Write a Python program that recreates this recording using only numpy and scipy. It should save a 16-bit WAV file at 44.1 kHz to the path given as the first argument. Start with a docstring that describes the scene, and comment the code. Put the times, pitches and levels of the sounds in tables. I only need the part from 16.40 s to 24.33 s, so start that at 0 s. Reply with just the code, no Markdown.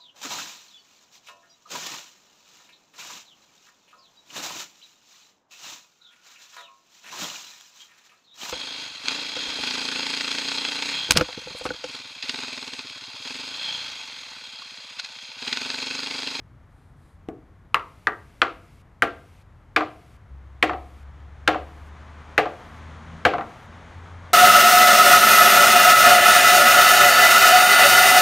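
"""A heavy mallet drives a brace into the joint of a timber frame, in a yard beside a brick house.
One soft placing tap, then nine hard blows: as play is used up, the frame booms more and the mallet rebounds.
Wood is decaying modes over shaped noise bursts; a hand brushes it first, and wall echoes and a tail follow.
Behind, a vehicle hums on a climbing pitch, drones briefly, and road noise swells over still air.
"""
import sys
import numpy as np
from scipy import signal
from scipy.fft import rfft, irfft
from scipy.io import wavfile
from scipy.ndimage import uniform_filter1d

SR = 44100
rng = np.random.default_rng(int(sys.argv[2]) if len(sys.argv) > 2 else 0)


def to_wav(s):
    """Save 16-bit WAV."""
    ch = np.atleast_2d(s).T  # columns
    pcm = np.round(np.clip(ch, -1, 1) * 32767)  # PCM
    wavfile.write(sys.argv[1], SR, pcm.astype(np.int16))


N = 349798
AGE = np.arange(SR // 2) / SR  # seconds since a contact
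TIME = np.arange(N) / SR
JOINT_LAG_S = 0.00453  # the brace is struck first and knocks in its joint a moment later
BALANCE_DB = 0.77  # left up, right down

PLAY_KEPT = 0.78  # share of the joint's play left after each blow
FRAME_DB, FRAME_LOOSE_DB = -17.5, -18.5  # level without play; change at full play
JOINT_DB, JOINT_LOOSE_DB = -14, -24  # likewise
BRACE_DB, CRACK_DB, EDGE_DB = -16, -20, -41.5  # before each blow's own offsets

# hard mallet blows: start_s, level_db, extra_crack_db, extra_edge_db, contact_pitch_hz
MALLET_BLOWS = [(1.3439, -0.5, -0.5, 0, 1210), (1.6703, -1.5, -8, -7, 1700), (2.0171, 1, -0.5, -6, 1400),
                (2.6214, 1, -4, 0.5, 1653), (3.3619, -1, 2, -1.5, 1590), (4.2261, 0, 0, 1.5, 2280),
                (5.076, 0.5, -1, 1, 1593), (5.9784, 0.5, -1, 1, 1700), (6.851, 1.5, -0.5, 0, 1630)]


def blows():
    """Each blow takes up play: a tighter brace lengthens the grain contact and lets the frame boom more."""
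    out = np.zeros(N)
    for k, (start_s, level_db, crack_db, edge_db, contact_pitch_hz) in enumerate(MALLET_BLOWS):
        play = PLAY_KEPT ** k
        rattle_db = -7 + 14 * play
        boom = from_db(FRAME_DB + FRAME_LOOSE_DB * play) * frame_boom(rattle_db)
        knock = from_db(JOINT_DB + JOINT_LOOSE_DB * play) * joint_knock(rattle_db)
        clack = brace_clack(contact_pitch_hz, tone_db=-4 + 5 * play, dense_db=7.5 - 2.6 * play, contact_s=0.003)
        grain = crack(contact_s=0.0066 * 0.35 ** play, ring_db=2.5 - 15 * play, ring_t60_s=0.063)
        edge = bright_edge(fizz_db=-1 - 7.6 * play)
        struck = boom + from_db(BRACE_DB) * clack
        struck += from_db(CRACK_DB + crack_db) * grain
        struck += from_db(EDGE_DB + edge_db) * edge
        add(out, start_s, from_db(level_db) * struck)
        add(out, start_s + JOINT_LAG_S, from_db(level_db) * knock)
    return out


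# clear modes of the frame: pitch_hz, level_db, t60_s
FRAME_MODES = [(255, -17, .12), (311, -10, .24), (322, -3, .075), (395, -9, .07), (434, -2, .08),
               (462, -7, .08), (508, 0, .11)]
# dense modes of the frame: freq_hz, level_db_per_hz
THUD_SPECTRUM = [(40, -25.5), (80, -9.5), (120, -6), (165, -6), (200, -18.5), (240, -5), (330, -1.5),
                 (520, -4.5), (700, -12.5), (1200, -44.5)]


def frame_boom(dense_db):
    """Low bending of posts and beams."""
    boom = timber(FRAME_MODES, THUD_SPECTRUM, dense_db, dense_t60_s=0.14, spread_db=5.5)
    return unit_blow(boom * build_up(0.0036))


# clear modes of the seated joint: pitch_hz, level_db, t60_s
JOINT_MODES = [(578, -10, .07), (622, -9, .08), (682, -7, .07), (716, 0, .12), (745, -9, .08),
               (785, -6, .1), (832, -9, .09)]
# dense modes of the joint: freq_hz, level_db_per_hz
KNOCK_SPECTRUM = [(350, -49.5), (560, -7.5), (730, 9.5), (850, -7), (950, -15.5), (1500, -41)]


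def joint_knock(dense_db):
    """The hollow note of the tight joint."""
    knock = timber(JOINT_MODES, KNOCK_SPECTRUM, dense_db, dense_t60_s=0.14, spread_db=0.5)
    return unit_blow(knock * build_up(0.0015))


# clear modes of the brace: pitch_hz, level_db, t60_s
BRACE_MODES = [(980, -10, .06), (1070, -8, .06), (1194, -2, .11), (1275, -7, .05), (1356, -1, .08),
               (1420, -6, .07), (1520, -4, .05), (1582, -1, .07), (1725, -4, .06), (1860, -7, .04),
               (1950, -6, .04)]
# dense modes of the brace: freq_hz, level_db_per_hz
CLACK_SPECTRUM = [(550, -29), (900, -5.5), (1200, 3.5), (1600, 0.5), (2000, -1), (2500, -12), (4000, -44.5)]


def brace_clack(contact_pitch_hz, tone_db, dense_db, contact_s):
    """The contact sounds a few strong cycles; the brace rings on, most in the modes near that pitch."""
    tone = unit_blow(np.sin(2 * np.pi * contact_pitch_hz * AGE) * contact(contact_s))
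    # 16 dB off per octave from the contact's pitch
    modes = [(hz, db - 16 * abs(np.log2(hz / contact_pitch_hz)), t60_s) for hz, db, t60_s in BRACE_MODES]
    ring = timber(modes, CLACK_SPECTRUM, dense_db, dense_t60_s=0.089, spread_db=0.5)
    return unit_blow(from_db(tone_db) * tone + ring * build_up(0.0011))


# struck end grain: freq_hz, level_db_per_hz
CRACK_SPECTRUM = [(1400, -32), (2000, -0.5), (2350, 0.5), (2750, -0.5), (3250, -4.5), (3800, -9.5),
                  (4450, -12), (5000, -19), (8000, -30)]


def crack(contact_s, ring_db, ring_t60_s):
    """End grain cracks during the contact, rings briefly and spreads faintly through the frame."""
    grain = unit_blow(noise(CRACK_SPECTRUM, len(AGE)) * contact(contact_s))
    ring = burst(CRACK_SPECTRUM, ring_t60_s)
    spread = from_db(-5.5) * burst(CRACK_SPECTRUM, t60_s=0.31)
    return unit_blow(grain + from_db(ring_db) * (ring + spread) * build_up(0.003))


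# bright overload edge and fizz: freq_hz, level_db_per_hz
EDGE_SPECTRUM = [(3000, -9), (5000, -8), (5600, 2), (7500, -5.5), (9300, -1.5), (10400, -13.5), (12000, -5),
                 (13300, -12.5), (14200, -20), (16000, -26.5)]


def bright_edge(fizz_db):
    """The bright overload edge of a blow, a noise pulse of 2.3 ms, and a short fizz."""
    edge = unit_blow(noise(EDGE_SPECTRUM, len(AGE)) * contact(0.0023))
    fizz = burst(EDGE_SPECTRUM, t60_s=0.11) * build_up(0.001)
    return unit_blow(edge + from_db(fizz_db) * fizz)


REBOUND_TICK_DB, REBOUND_CLACK_DB = -29.5, -14
REBOUND_BOOM_DB, REBOUND_KNOCK_DB = -20.5, -12

# mallet dropping back on the brace: start_s, level_db, contact_hardness_db
MALLET_REBOUNDS = [(3.407, -15, 3.5), (4.295, -13.5, 1.5), (4.333, -19.5, -2.5), (5.145, -14, -1),
                   (6.056, -14.5, -3), (6.936, -10.5, -1), (6.982, -16, -1), (7.009, -23, 3)]


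def rebounds():
    """The falling head ticks and clacks on the brace, which then knocks dully in its joint."""
    out = np.zeros(N)
    for start_s, level_db, hardness_db in MALLET_REBOUNDS:
        tick = from_db(REBOUND_TICK_DB) * crack(contact_s=0.0035, ring_db=-6, ring_t60_s=0.044)
        clack = brace_clack(contact_pitch_hz=1186, tone_db=-0.5, dense_db=-0.5, contact_s=0.0026)
        hard = tick + from_db(REBOUND_CLACK_DB) * clack
        boom = from_db(REBOUND_BOOM_DB) * frame_boom(dense_db=6)
        knock = from_db(REBOUND_KNOCK_DB) * joint_knock(dense_db=-0.5)
        add(out, start_s, from_db(level_db) * (from_db(hardness_db) * hard + boom))
        add(out, start_s + JOINT_LAG_S, from_db(level_db) * knock)
    return out


# soft placing tap: freq_hz, level_db_per_hz
TAP_SPECTRUM = [(120, -28), (180, -5), (230, 2), (340, 1), (420, -1), (520, -8.5), (720, -1), (900, -21),
                (1150, -17), (2500, -30.5)]


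def placing_tap(start_s, level_db):
    """The head is set down gently: a dull thud with a faint tick."""
    out = np.zeros(N)
    thud = burst(TAP_SPECTRUM, t60_s=0.065) * build_up(0.001)
    tick = from_db(-25) * crack(contact_s=0.0026, ring_db=-12, ring_t60_s=0.04)
    tick += from_db(-35.5) * bright_edge(fizz_db=-6)
    add(out, start_s, from_db(level_db) * (thud + tick))
    return out


# hand strokes over the timber: start_s, length_s, level_db
HAND_BRUSHES = [(0.274, 0.29, -76.5), (0.543, 0.24, -73)]
# skin on planed wood: freq_hz, level_db_per_hz
BRUSH_SPECTRUM = [(900, 0), (2400, -4), (4000, 2), (6000, -7), (9000, 0.5), (13500, -10)]


def brushes():
    """Skin slides on planed wood in short soft strokes as the hand takes hold."""
    out = np.zeros(N)
    for start_s, length_s, level_db in HAND_BRUSHES:
        add(out, start_s, from_db(level_db) * noise(BRUSH_SPECTRUM, len(AGE)) * contact(length_s))
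    return out


def timber(modes, spectrum, dense_db, dense_t60_s, spread_db):
    """Clear modes of alternating sign, struck a little differently each time, over a bed of dense ones."""
    pitch_hz, level_db, t60_s = np.transpose(modes)[:, :, None]
    strength = from_db(level_db + spread_db * rng.standard_normal(pitch_hz.shape))
    strength[::2] *= -1
    clear = np.sum(strength * dying(t60_s) * np.sin(2 * np.pi * pitch_hz * AGE), axis=0)
    dense = from_db(dense_db) * burst(spectrum, dense_t60_s)
    return unit_blow(unit_blow(clear) + dense)


def burst(spectrum, t60_s):
    """Many close modes, heard as a dying noise."""
    return unit_blow(noise(spectrum, len(AGE)) * dying(t60_s))


def contact(length_s):
    """The force swells and fades while two surfaces touch."""
    return np.sin(np.pi * np.minimum(AGE / length_s, 1)) ** 0.7


def build_up(time_constant_s):
    """Sound takes time to spread: exponential onset."""
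    return 1 - np.exp(-AGE / time_constant_s)


def dying(t60_s):
    """Exponential decay after a contact, 60 dB per t60."""
    return from_db(-60 * AGE / t60_s)


# first scatter: freq_hz, level_db_per_hz
YARD_SPECTRUM = [(60, -13), (200, -4), (320, 4), (750, 1.5), (1200, 3), (2000, -8), (3000, -16.5),
                 (4500, -27)]
# duller late tail: freq_hz, level_db_per_hz
LATE_SPECTRUM = [(100, -6), (320, 6.5), (750, 0), (1300, -6), (2200, -12.5), (3200, -23.5)]
# walls and eaves: delay_s, level_db
WALL_ECHOES = [(.0063, -29), (.013, -20), (0.051, -29)]


def yard(x, tail_db, t60_s, late_db, late_t60_s):
    """Echoes from nearby walls, a short scattered tail and a faint longer one that has lost its treble."""
    early = noise(YARD_SPECTRUM, len(AGE)) * dying(t60_s) * build_up(0.0091)
    late = noise(LATE_SPECTRUM, len(AGE)) * dying(late_t60_s) * build_up(0.021)
    response = from_db(tail_db) * early / np.sqrt(np.sum(early ** 2))
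    response += from_db(late_db) * late / np.sqrt(np.sum(late ** 2))
    for delay_s, level_db in WALL_ECHOES:
        response[round(delay_s * SR)] += from_db(level_db)
    return x + signal.fftconvolve(x, response)[:N]


ENGINE_HZ, ENGINE_CLIMB_HZ_PER_S = 65.5, 5.4  # firing rate as the hum sets in; steady climb

# engine hum level: time_s, level_db
HUM_LEVEL = [(3.7, -67), (3.93, -43.5), (5.8, -44), (6.24, -57), (6.41, -41.5), (6.89, -47), (7.08, -82),
             (7.22, -52), (7.73, -41), (7.93, -47.5)]


def engine(overtone_db, waver_db):
    """A low firing note and its octave climb steadily while the level wavers."""
    time_s, level_db = np.transpose(HUM_LEVEL)
    since_onset_s = TIME - time_s[0]
    hz = ENGINE_HZ + ENGINE_CLIMB_HZ_PER_S * since_onset_s
    phase = 2 * np.pi * np.cumsum(hz) / SR
    hum = np.sqrt(2) * (np.sin(phase) + from_db(overtone_db) * np.sin(2 * phase))
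    waver = waver_db * noise([(2, 0), (14, -6)], N)
    fade_in_db = 30 * np.minimum(since_onset_s, 0)
    return from_db(np.interp(TIME, time_s, level_db) + waver + fade_in_db) * hum


ROAD_FAR_DB, TYRES_DB, TYRE_WAVER_DB = -67, -46, 0.56  # distant roads; tyres at peak; rms waver
TYRES_PEAK_S, TYRES_RISE_DB_PER_S, TYRES_FALL_DB_PER_S = 6.12, 7.5, 0.8

# road noise: freq_hz, level_db_per_hz
ROAD_SPECTRUM = [(110, -0.5), (165, 4.5), (200, -2.5), (228, 3.5), (350, -4.5), (750, -0.5), (1150, 0.5),
                 (2000, -5.5), (2750, -13.5), (3250, -13), (5000, -24), (6000, -23), (6750, -22.5),
                 (7500, -30), (9000, -32), (13500, -50)]


def road():
    """Wavering tyre noise swells over a steady floor of distant roads."""
    waver = from_db(TYRE_WAVER_DB * noise([(1, 0), (10, -7)], N))
    rise_and_fall = swell(TYRES_PEAK_S, TYRES_RISE_DB_PER_S, TYRES_FALL_DB_PER_S)
    tyres = from_db(TYRES_DB) * waver * rise_and_fall
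    return np.hypot(from_db(ROAD_FAR_DB), tyres) * noise(ROAD_SPECTRUM, N)


# vehicle drones: freq_hz, level_db_per_hz
DRONE_SPECTRUM = [(145, -40), (164, -3.5), (185, -21.5), (210, -34), (226, -1.5), (250, -32)]


def drone():
    """Two narrow low drones of the vehicle, bands of noise at fixed pitch, swell for a moment."""
    rise_and_fall = swell(peak_s=6.7, rise_db_per_s=25, fall_db_per_s=18)
    return from_db(-47.5) * rise_and_fall * noise(DRONE_SPECTRUM, N)


def swell(peak_s, rise_db_per_s, fall_db_per_s):
    """Gain that climbs to 1 and sinks again."""
    return from_db(np.minimum(rise_db_per_s * (TIME - peak_s), fall_db_per_s * (peak_s - TIME)))


# still outdoor air: freq_hz, level_db_per_hz
AIR_SPECTRUM = [(20, -16.5), (45, -0.5), (100, 0.5), (170, -10), (260, -16.5), (400, -22), (1100, -25),
                (2000, -32.5), (3000, -45), (5000, -49), (9000, -52), (13500, -54.5)]


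def air(level_db):
    """Still outdoor air: steady, mostly low noise."""
    return from_db(level_db) * noise(AIR_SPECTRUM, N)


# microphone hiss: freq_hz, level_db_per_hz
HISS_SPECTRUM = [(2000, 7), (3500, -2), (6000, -6.5), (10000, -9), (13800, -13)]


def gated_hiss(sound, hiss_db, hold_s):
    """A noise gate blocks the microphone hiss; every loud peak on the left holds it open for a while."""
    loud = np.abs(sound[0]) > 0.3
    last_loud_s = np.maximum.accumulate(np.where(loud, TIME, -np.inf))
    held = (TIME - last_loud_s < hold_s).astype(float)
    opened = uniform_filter1d(held, size=300)
    return opened * from_db(hiss_db) * noise(HISS_SPECTRUM, N)


def noise(spectrum, size):
    """Noise of a given colour, interpolated over log frequency, rms 1."""
    freq_hz, level_db = np.transpose(spectrum)
    bins_hz = np.maximum(np.fft.rfftfreq(size, 1 / SR), 1)
    gain = from_db(np.interp(np.log(bins_hz), np.log(freq_hz), level_db, left=-90, right=-90))
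    return rms_one(irfft(rfft(rng.standard_normal(size)) * gain, size))


def from_db(db):
    """Decibels to gain."""
    return 10 ** (np.asarray(db) / 20)


def rms_one(x):
    """Scale to rms 1."""
    return x / np.sqrt(np.mean(x ** 2) + 1e-20)


def unit_blow(x):
    """Scale to the energy of 20 ms at rms 1."""
    return x / np.sqrt(np.sum(x ** 2) / (0.02 * SR) + 1e-20)


def add(track, start_s, sound):
    """Mix a sound in at a time."""
    at = round(start_s * SR)
    track[at:at + len(sound)] += sound[:N - at]


def scene():
    """Wood in the yard, then the background; all a little stronger on the left."""
    wood = blows() + rebounds() + placing_tap(start_s=0.8865, level_db=-29) + brushes()
    knocks = yard(wood, tail_db=-19, t60_s=0.21, late_db=-22.5, late_t60_s=0.43)
    vehicle = engine(overtone_db=-17, waver_db=1.7) + road() + drone()
    return (knocks + vehicle + air(level_db=-50.8)) * from_db([[BALANCE_DB], [-BALANCE_DB]])


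def record(dry):
    """Hiss follows the loud knocks, the loudest peaks overload, and the top is cut."""
    heard = dry + gated_hiss(dry, hiss_db=-66, hold_s=0.392)
    ceiling = 1.02 * from_db([[0], [-2 * BALANCE_DB]])  # left, right
    rounded = heard / (1 + (heard / ceiling) ** 8) ** 0.125
    top_cut = signal.cheby2(12, 70, 16984, fs=SR, output="sos")  # 70 dB down from 16984 Hz
    return signal.sosfilt(top_cut, rounded)


dry = scene()
out = record(dry)
to_wav(out)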